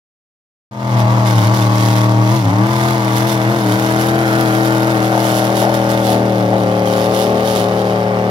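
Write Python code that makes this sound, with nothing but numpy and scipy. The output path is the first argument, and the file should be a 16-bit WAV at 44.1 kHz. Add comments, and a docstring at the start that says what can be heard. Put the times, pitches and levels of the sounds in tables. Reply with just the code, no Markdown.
"""A deep V8 drone swells in and hardens to a blare as a supercharged racing boat runs flat out past a
river bank. Eight open exhaust stacks bark in turn, their colour turning from bow to beam to stern.
The revs race and sag as the hull skips and the propeller leaves the water and bites again.
The exhaust jets tear into a rasping, sizzling crackle that flares on the breeze,
and a faint rumble of wind lies underneath."""
import sys
import numpy as np
from scipy import signal
from scipy.fft import irfft
from scipy.io import wavfile
from scipy.ndimage import uniform_filter1d

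SR = 44100
rng = np.random.default_rng(int(sys.argv[2]) if len(sys.argv) > 2 else 0)


def waveform_to_disk(signal):
    """Save audio, clipped to [-1, 1], as 16-bit WAV at the path in sys.argv[1]."""
    frames = np.transpose(np.atleast_2d(signal))
    scaled = np.clip(frames, -1, 1) * 32767
    samples = np.round(scaled).astype(np.int16)
    wavfile.write(sys.argv[1], SR, samples)


N = 366030
TIME = np.arange(N) / SR
TAPS = 8192
BINS = np.fft.rfftfreq(TAPS, 1 / SR)

# side of the boat that faces the bank (time [s], aspect [-1 bow, 0 beam, 1 stern])
ASPECT = [(1.5, -1.15), (2.9, -0.76), (4.3, 0), (7.0, 1)]
# hard surges of the blare (time [s], length [s], boost [dB])
SURGES = [(5.1,.08,3.5),(5.6,0.074,3),(6.05,.09,3.5),(6.51,0.038,4.5)]


def amp(db):
    """Decibels to amplitude."""
    return 10 ** (np.asarray(db) / 20)


def unit_rms(x):
    """Scale to an RMS of one."""
    return x / np.sqrt(np.mean(x ** 2) + 1e-20)


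def curves(rows):
    """Each column of a time table at every sample."""
    times, *columns = np.transpose(rows)
    return [np.interp(TIME, times, column) for column in columns]


def spectrum(points):
    """Join points on a log-frequency axis."""
    hz, value = np.transpose(points)
    return np.interp(np.log(BINS + 1), np.log(hz + 1), value)


def smooth(x, size):
    """Two running means of `size` samples."""
    return uniform_filter1d(uniform_filter1d(x, size), size)


def sway(size):
    """Random drift, smoothed over `size` samples."""
    return unit_rms(smooth(rng.standard_normal(N), size))


def noise_pair(apart):
    """White noise, partly shared between left and right."""
    noise = rng.standard_normal((3, N))
    return unit_rms(noise[0] + apart * noise[1:])


def swells(rows, attack_s=0.024):
    """Summed boosts in dB: each rises quickly, holds and lets go, the longer ones more slowly."""
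    total = np.zeros(N)
    for start, length, db in rows:
        rise = (TIME - start) / attack_s
        release_s = 0.028 + 0.31 * length
        fall = 1 + (start + length - TIME) / release_s
        total += db * np.clip(np.minimum(rise, fall), 0, 1)
    return total


def colour(x, points):
    """Minimum-phase EQ: it rings after a pulse, never before."""
    log_gain = np.log(amp(spectrum(points)))
    mirrored = np.r_[log_gain, log_gain[-2:0:-1]]
    ring = np.fft.ifft(np.exp(np.conj(signal.hilbert(mirrored)))).real
    return signal.oaconvolve(np.atleast_2d(x), ring[None, :TAPS // 2], axes=1)[:, :N]


def bandpass(x, band_hz):
    """Isolate a band without shifting its phase."""
    return signal.sosfiltfilt(signal.butter(4, band_hz, "band", fs=SR, output="sos"), x)


def at_level(x, db, band_hz):
    """Ride a layer's gain so that one band follows a level curve."""
    power = smooth(bandpass(x.mean(0), band_hz) ** 2, size=3400)
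    return x * amp(db) / np.sqrt(abs(power) + 1e-20)


def hull_skips():
    """The propeller races in the air before each landing, then bites and drags the revs down."""
    # skips (landing [s], length of each half [s], race [Hz], sag [Hz])
    skips = [(0.859,0.29,0.59,1.26),(1.309,.15,0,2.57),(1.59,.11,1.2,0.51),(2.41,.12,3.5,3.43),(3,0.2,1.1,1),(3.34,.13,1.41,0.66),(3.611,.15,2.5,2.15),(4.24,0.13,0.29,1),(4.43,.19,0.27,.8),(4.94,0.14,0.48,0.64),(5.549,.09,.5,.6),(5.75,.11,.5,0.21),(6.35,.21,0.48,.8),(6.59,.12,0.7,.75),(7.54,.14,1,1.13)]
    race, sag = np.zeros((2, N))
    for landing, length, race_hz, sag_hz in skips:
        swing = np.sin(np.pi * np.clip((TIME - landing) / length, -1, 1))
        race += race_hz * np.maximum(-swing, 0)
        sag += sag_hz * np.maximum(swing, 0)
    return race, sag


def firings(cycles, jitter_ms, uneven_db):
    """One impulse per firing; the stacks stand in rows, so their delays shift as the boat turns."""
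    # stacks in firing order, the near bank uneven (level [dB], lag [ms], extra lag from astern [ms])
    stacks = [(-0.5, -0.28, 0.057), (-2, -0.51, -0.37), (-14, 0.54, 0.77), (1.04, -.19, .25),
              (-7.5, 0.076, 0.17), (-10, 0.31, 0.0062), (-2, -.28, -.25), (-20.5, 0.49, -0.71)]
    count = np.arange(int(cycles[-1] * len(stacks)))
    fired_s = np.interp(count / len(stacks), cycles, TIME)
    db, lag_ms, astern_ms = np.array(stacks)[count % len(stacks)].T
    timing, strength = rng.standard_normal((len(count), 2)).T
    aspect = np.interp(fired_s, *np.transpose(ASPECT))
    delay_ms = lag_ms + astern_ms * aspect + jitter_ms * timing
    arrivals = np.clip((fired_s + delay_ms / 1000) * SR, 0, N - 1).astype(int)
    return np.bincount(arrivals, amp(db + uneven_db * strength), N)


def stack_bark(pulses, lag_hz=170, width_hz=220):
    """Pulses ring the open stacks, whose colour depends on the side that faces the bank."""
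    # one exhaust pulse from three sides (frequency [Hz], level [dB])
    bow = [(20,-42),(80,-5.5),(118,16.5),(155,-7.5),(200,-11.5),(320,-10.5),(450,-22.5),(620,-15.5),(770,-20),(950,-20),(1040,-22.5),(1130,-21),(1400,-39.5),(2400,-46),(4000,-62)]
    beam = [(20,-31),(80,-19),(118,-2),(200,0.5),(320,-19.5),(430,-18.5),(560,-16),(780,-21.5),(900,-29.5),(1150,-32),(1450,-24),(2400,-45),(4000,-73)]
    stern = [(20,-50),(80,-12),(118,3),(200,-4.5),(320,-14),(430,-10.5),(560,-6),(680,-15.5),(780,-15.5),(1000,-30),(1130,-25),(1500,-36.5),(2400,-43),(4000,-62)]
    aspect, = curves(ASPECT)
    shares = np.maximum(-aspect, 0), 1 - abs(aspect), np.maximum(aspect, 0)
    bark = sum(share * colour(pulses, side) for share, side in zip(shares, (bow, beam, stern)))
    # all-pass: the low notes lag slightly, rounding each pressure peak
    radius = np.exp(-np.pi * width_hz / SR)
    poles = [1, -2 * radius * np.cos(2 * np.pi * lag_hz / SR), radius ** 2]
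    return signal.lfilter(poles[::-1], poles, unit_rms(bark))


def puffs(pulses, decay_ms, rush, apart):
    """A burst of gas noise after each firing, over a steady rush."""
    pole = np.exp(-1000 / (decay_ms * SR))
    flow = unit_rms(signal.lfilter([1], [1, -pole], pulses))
    return (flow + rush) * noise_pair(apart)


def gas_roar(pulses):
    """Turbulent gas leaves the stacks in puffs."""
    # colour of the turbulence (frequency [Hz], level [dB])
    roar_eq = [(60,-18.5),(130,-13.5),(300,-2),(650,-4),(1100,-7),(1600,-10),(2300,-13.5),(3200,-26),(6000,-74.5)]
    return unit_rms(colour(puffs(pulses, decay_ms=4.0, rush=0.52, apart=0.71), roar_eq))


def drifting_echo(x, echo_db, delay_s, wander_ms):
    """The echo path changes as the boat moves, so the overtones beat and waver."""
    path_s = delay_s + wander_ms / 1000 * sway(16000)
    return x + amp(echo_db) * np.array([np.interp(TIME - path_s, TIME, side) for side in x])


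def riverside(x, wet_db, t60, build_s, apart):
    """Scatter off water, banks and trees, nearly alike left and right."""
    t = TIME[:SR // 2]
    tail = noise_pair(apart)[:, :len(t)] * amp(-60 * t / t60) * (1 - np.exp(-t / build_s))
    tail /= np.linalg.norm(tail[0])
    return x + amp(wet_db) * signal.oaconvolve(x * np.ones((2, 1)), tail, axes=1)[:, :N]


def mic_ports(x):
    """Stereo image: the left microphone port hears the treble later and duller than the right."""
    # balance (frequency [Hz], left minus right [dB])
    balance = [(90,-1),(140,2),(210,0.5),(330,4.5),(550,5),(1050,9.5),(1400,6),(1900,-6.5),(2700,0),(3300,-12),(5000,-12),(7500,-6),(11500,-14.5),(15000,-4)]
    # phase (frequency [Hz], left lead [rad])
    phase = [(40,0),(200,.3),(520,-.2),(780,-.35),(950,-.8),(1120,-1.8),(1800,-3),(2400,-3.2),(3000,-5.6),(4000,-7),(5000,-6.3),(6900,-9),(11000,-17),(16000,-22)]
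    left = amp(spectrum(balance) / 2) * np.exp(0.5j * spectrum(phase))
    pair = np.array([left, 1 / left])
    pair /= np.sqrt(np.mean(abs(pair) ** 2, 0))
    taps = np.fft.fftshift(irfft(pair), axes=1)
    return signal.oaconvolve(x * np.ones((2, 1)), taps, axes=1)[:, TAPS // 2:][:, :N]


def whine(note, cycles, race, db_per_hz=1.5):
    """High orders stand out while the bow faces the bank, more so when the propeller races."""
    # whining overtones (engine order, boost from dead ahead [dB])
    overtones = [(13, 0.5), (16, 0), (22, 1), (24, 3.5), (29, 4.0)]
    ahead = np.clip(-curves(ASPECT)[0], 0, 1)
    for order, db in overtones:
        carrier = np.exp(2j * np.pi * order * cycles)
        partial = smooth(note / carrier, size=2200)
        gain = amp(ahead * (db + db_per_hz * race))
        note = note + 2 * ((gain - 1) * partial * carrier).real
    return note


def throb(note, cycles, at_s=5.45, span_s=0.65, lift_db=1.5, depth_db=4):
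    """The mids surge, and beat once per engine cycle while one stack points at the bank."""
    aimed = np.exp(-((TIME - at_s) / span_s) ** 2)
    beat_db = aimed * (lift_db + depth_db * np.cos(2 * np.pi * (cycles - 0.4)))
    mids = bandpass(note, band_hz=(600, 930))
    return note + mids * (amp(beat_db + swells(SURGES)) - 1)


def honk_and_blare(note, choke_db, split_hz=680):
    """The low honk and the high blare each surge and choke around their own level curve."""
    # base levels of the exhaust note (time [s], honk [dB], blare [dB])
    levels = [(.95,-26,-22.5),(2.2,-26.5,-24),(2.8,-30,-23),(3.5,-26,-25),(4.8,-24,-24),(5.7,-19.5,-22.5),(6.35,-19,-25.5),(7.05,-17,-23.5),(8.3,-21,-24.5)]
    honk_db, blare_db = curves(levels)
    surge_db = swells(SURGES)
    low = signal.sosfiltfilt(signal.butter(6, split_hz, fs=SR, output="sos"), note)
    honk = at_level(low, honk_db - choke_db + 0.33 * surge_db, band_hz=(480, split_hz))
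    blare = at_level(note - low, blare_db - 0.85 * choke_db + surge_db, band_hz=(split_hz, 1200))
    return amp(-2.16) * honk + amp(-0.5) * blare


def drone(note, cycles, choke_db):
    """The strongest low orders swell and fade with load and direction."""
    # base levels of the drone (time [s], 3rd [dB], 5th [dB], 8th [dB], 11th order [dB])
    levels = [(.77,-18,-19.5,-31,-33),(.97,-12,-22,-30,-47),(1.5,-14.5,-22,-25,-37),(2.2,-12.5,-22,-21,-34),(2.6,-18,-21,-21.5,-36),(2.8,-17.5,-23.5,-23.5,-32),(3.7,-21,-23,-21,-28),(4.7,-19.5,-24.5,-17.5,-27),(5.5,-22.5,-23.5,-22.5,-30),(6.5,-20.5,-20,-24,-28),(7.2,-27,-23.5,-29,-22.5),(8.2,-24,-22,-38,-24)]
    # the engine lugs and booms after a hard landing (time [s], length [s], boost [dB])
    lugs = [(2.57,0.054,3.5),(3.64,0.088,2)]
    load_db = swells(lugs) - 0.45 * choke_db
    for order, db in zip((3, 5, 8, 11), curves(levels) + load_db):
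        carrier = np.exp(2j * np.pi * order * cycles)
        partial = smooth(note / carrier, size=2200)
        partial_rms = np.sqrt(2) * smooth(abs(partial.mean(0)), size=1500)
        gain = amp(db) / (partial_rms + 1e-6)
        note = note + 2 * ((gain - 1) * partial * carrier).real
    return note


def exhaust(pulses, cycles, race, choke_db):
    """The engine note: bark and roar cross the river and echo off its ragged far bank."""
    gas = stack_bark(pulses) + amp(-22) * gas_roar(pulses)
    gas = drifting_echo(gas, echo_db=-6.5, delay_s=0.045, wander_ms=1.154)
    note = mic_ports(riverside(gas, wet_db=-21, t60=1.0, build_s=0.071, apart=0.33))
    note = signal.sosfilt(signal.butter(1, 4, "high", fs=SR, output="sos"), note)  # block DC
    note = whine(note, cycles, race)
    note = throb(note, cycles)
    note = honk_and_blare(note, choke_db)
    return drone(note, cycles, choke_db)


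def breeze_levels(closest_s=4.47, air_db_per_s=1.32):
    """Rasp and sizzle drift and flare together; moving air sways the sizzle further."""
    # base level of the rasp (time [s], level [dB])
    drift = [(.97,-35.5),(1.06,-36.5),(2.04,-31.5),(2.15,-37.5),(2.64,-36),(2.73,-31.5),(3.33,-31.5),(3.43,-34.5),(3.65,-32.5),(5.39,-33),(5.86,-36),(6.15,-30.5),(6.22,-37.5),(7.1,-35.5),(7.85,-34.5),(8.1,-40.5)]
    # flares of crackle carried over by the breeze (time [s], length [s], boost [dB])
    flares = [(.97,0.032,6),(1.25,0.19,4),(1.52,0.1,4.5),(1.73,.21,4),(2.262,0.096,6),(3.142,0.067,3),(3.255,0.059,3.5),(3.967,.1,2.5),(4.37,0.024,2.3),(4.63,.039,3.1),(5.22,.165,4),(5.535,.085,6),(5.72,.038,6.5),(5.881,0.036,5.5),(6.073,0.045,3.5),(6.85,.17,5),(7.125,0.098,7.5),(7.438,.17,6),(7.77,.1,0.6)]
    steady_db, = curves(drift)
    flare_db = swells(flares) + sway(1500)
    sizzle_db = -41 + 1.4 * (steady_db + 35) + 1.5 * flare_db
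    air_loss_db = air_db_per_s * abs(TIME - closest_s)  # distance dulls the sizzle
    return steady_db + flare_db, sizzle_db - air_loss_db


def near_echoes(x):
    """Short reflections off the near bank comb the treble."""
    # reflections (delay [ms], level [dB])
    echoes = [(1.9, -21.5), (3.3, -19), (6.1, -17)]
    taps = np.zeros(TAPS)
    taps[0] = 1
    for ms, db in echoes:
        taps[round(ms * SR / 1000)] += amp(db)
    return signal.oaconvolve(x, taps[None], axes=1)[:, :N]


def crackle(pulses, wild_db):
    """The jets tear, some firings much harder than others, and each breaks into tiny snaps."""
    # rasp from ahead, rasp from astern and the sizzle on top (frequency [Hz], level [dB])
    bow_eq = [(700,-22.5),(1400,2.5),(2200,2.5),(2650,-3.5),(3500,0.5),(4300,-3),(5100,-2),(7000,-8),(9000,-17),(14000,-38.5)]
    stern_eq = [(700,-16),(1400,-10.5),(2200,-5.5),(2550,-3.5),(3300,1),(4300,-3.5),(5100,-3),(7000,-12.5),(9000,-14),(14000,-46)]
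    sizzle_eq = [(4000,-36.5),(7000,-5.5),(8800,-8.5),(11200,-2),(13000,-11.5),(15800,-10.5)]
    rasp_db, sizzle_db = breeze_levels()
    astern = np.clip((curves(ASPECT)[0] + 1) / 2, 0, 1)
    tears = pulses ** 1.4 * amp(wild_db * np.clip(rng.standard_normal(N), -2, 2))
    snaps = sway(16)
    gas = near_echoes(puffs(tears, decay_ms=3.75, rush=0.38, apart=1.0))
    # a glance off the water phases the hiss
    gas = drifting_echo(gas, echo_db=-12.5, delay_s=0.0014, wander_ms=0.072)
    coarse, fine = gas * amp(1.5 * snaps), gas * amp(2.85 * snaps)
    rasp = (1 - astern) * colour(coarse, bow_eq) + astern * colour(coarse, stern_eq)
    rasp = at_level(mic_ports(rasp), rasp_db, band_hz=(2500, 7000))
    sizzle = at_level(mic_ports(colour(fine, sizzle_eq)), sizzle_db, band_hz=(8000, 15500))
    return amp(-0.95) * rasp + amp(-0.2) * sizzle


def wind(level_db, gust_db):
    """Gusts on the microphone make a faint, lumpy rumble."""
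    # colour of the rumble (frequency [Hz], level [dB])
    rumble_eq = [(8,-23),(28,-4),(45,2),(100,16),(200,-28),(600,-51),(4000,-65)]
    gusts = amp(-gust_db * sway(6000))
    return amp(level_db) * unit_rms(colour(noise_pair(apart=0.35), rumble_eq) * gusts)


def scene():
    """One train of firings drives the exhaust note and the crackle, over the wind."""
    # engine speed heard between skips, falling as the boat passes (time [s], four-stroke cycles [Hz])
    revs = [(.87,41.3),(1.31,38.7),(1.82,38.3),(2.3,38.8),(2.55,36.7),(2.69,41.8),(2.97,40.6),(3.93,40.2),(4.08,41.3),(5.4,39.9),(5.63,40.4),(6.95,37.5),(7.2,38.6),(7.86,37.8)]
    race, sag = hull_skips()
    chop_hz = 0.08 * sway(2500)  # small waves make the revs waver
    speed_hz = curves(revs)[0] + race - sag + chop_hz
    collapse_hz_per_s = np.maximum(-np.gradient(smooth(race - sag, size=1500)) * SR, 0)
    choke_db = 9 * (collapse_hz_per_s / 113) ** 2  # the note chokes when the revs collapse
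    cycles = np.cumsum(speed_hz) / SR
    pulses = firings(cycles, jitter_ms=0.04, uneven_db=0.55)
    note = exhaust(pulses, cycles, race, choke_db)
    return note + crackle(pulses, wild_db=2.0) + wind(level_db=-51, gust_db=4.0)


def record(dry):
    """The sound cuts in from silence and swells; peaks are rounded and the extreme treble is cut."""
    start_s, cutoff_hz = 0.71, 15850
    gate = np.clip((TIME - start_s) / 0.0033, 0, 1)
    fade = np.clip(0.13 + (TIME - start_s) / 0.33, 0, 1) ** 1.13
    opened = dry * fade * gate
    rounded = opened / (1 + opened ** 8) ** (1 / 8)
    lowpass = signal.firwin(711, cutoff_hz, window=("kaiser", 10), fs=SR)
    return signal.oaconvolve(rounded, lowpass[None], "same")


dry = scene()
out = record(dry)
waveform_to_disk(out)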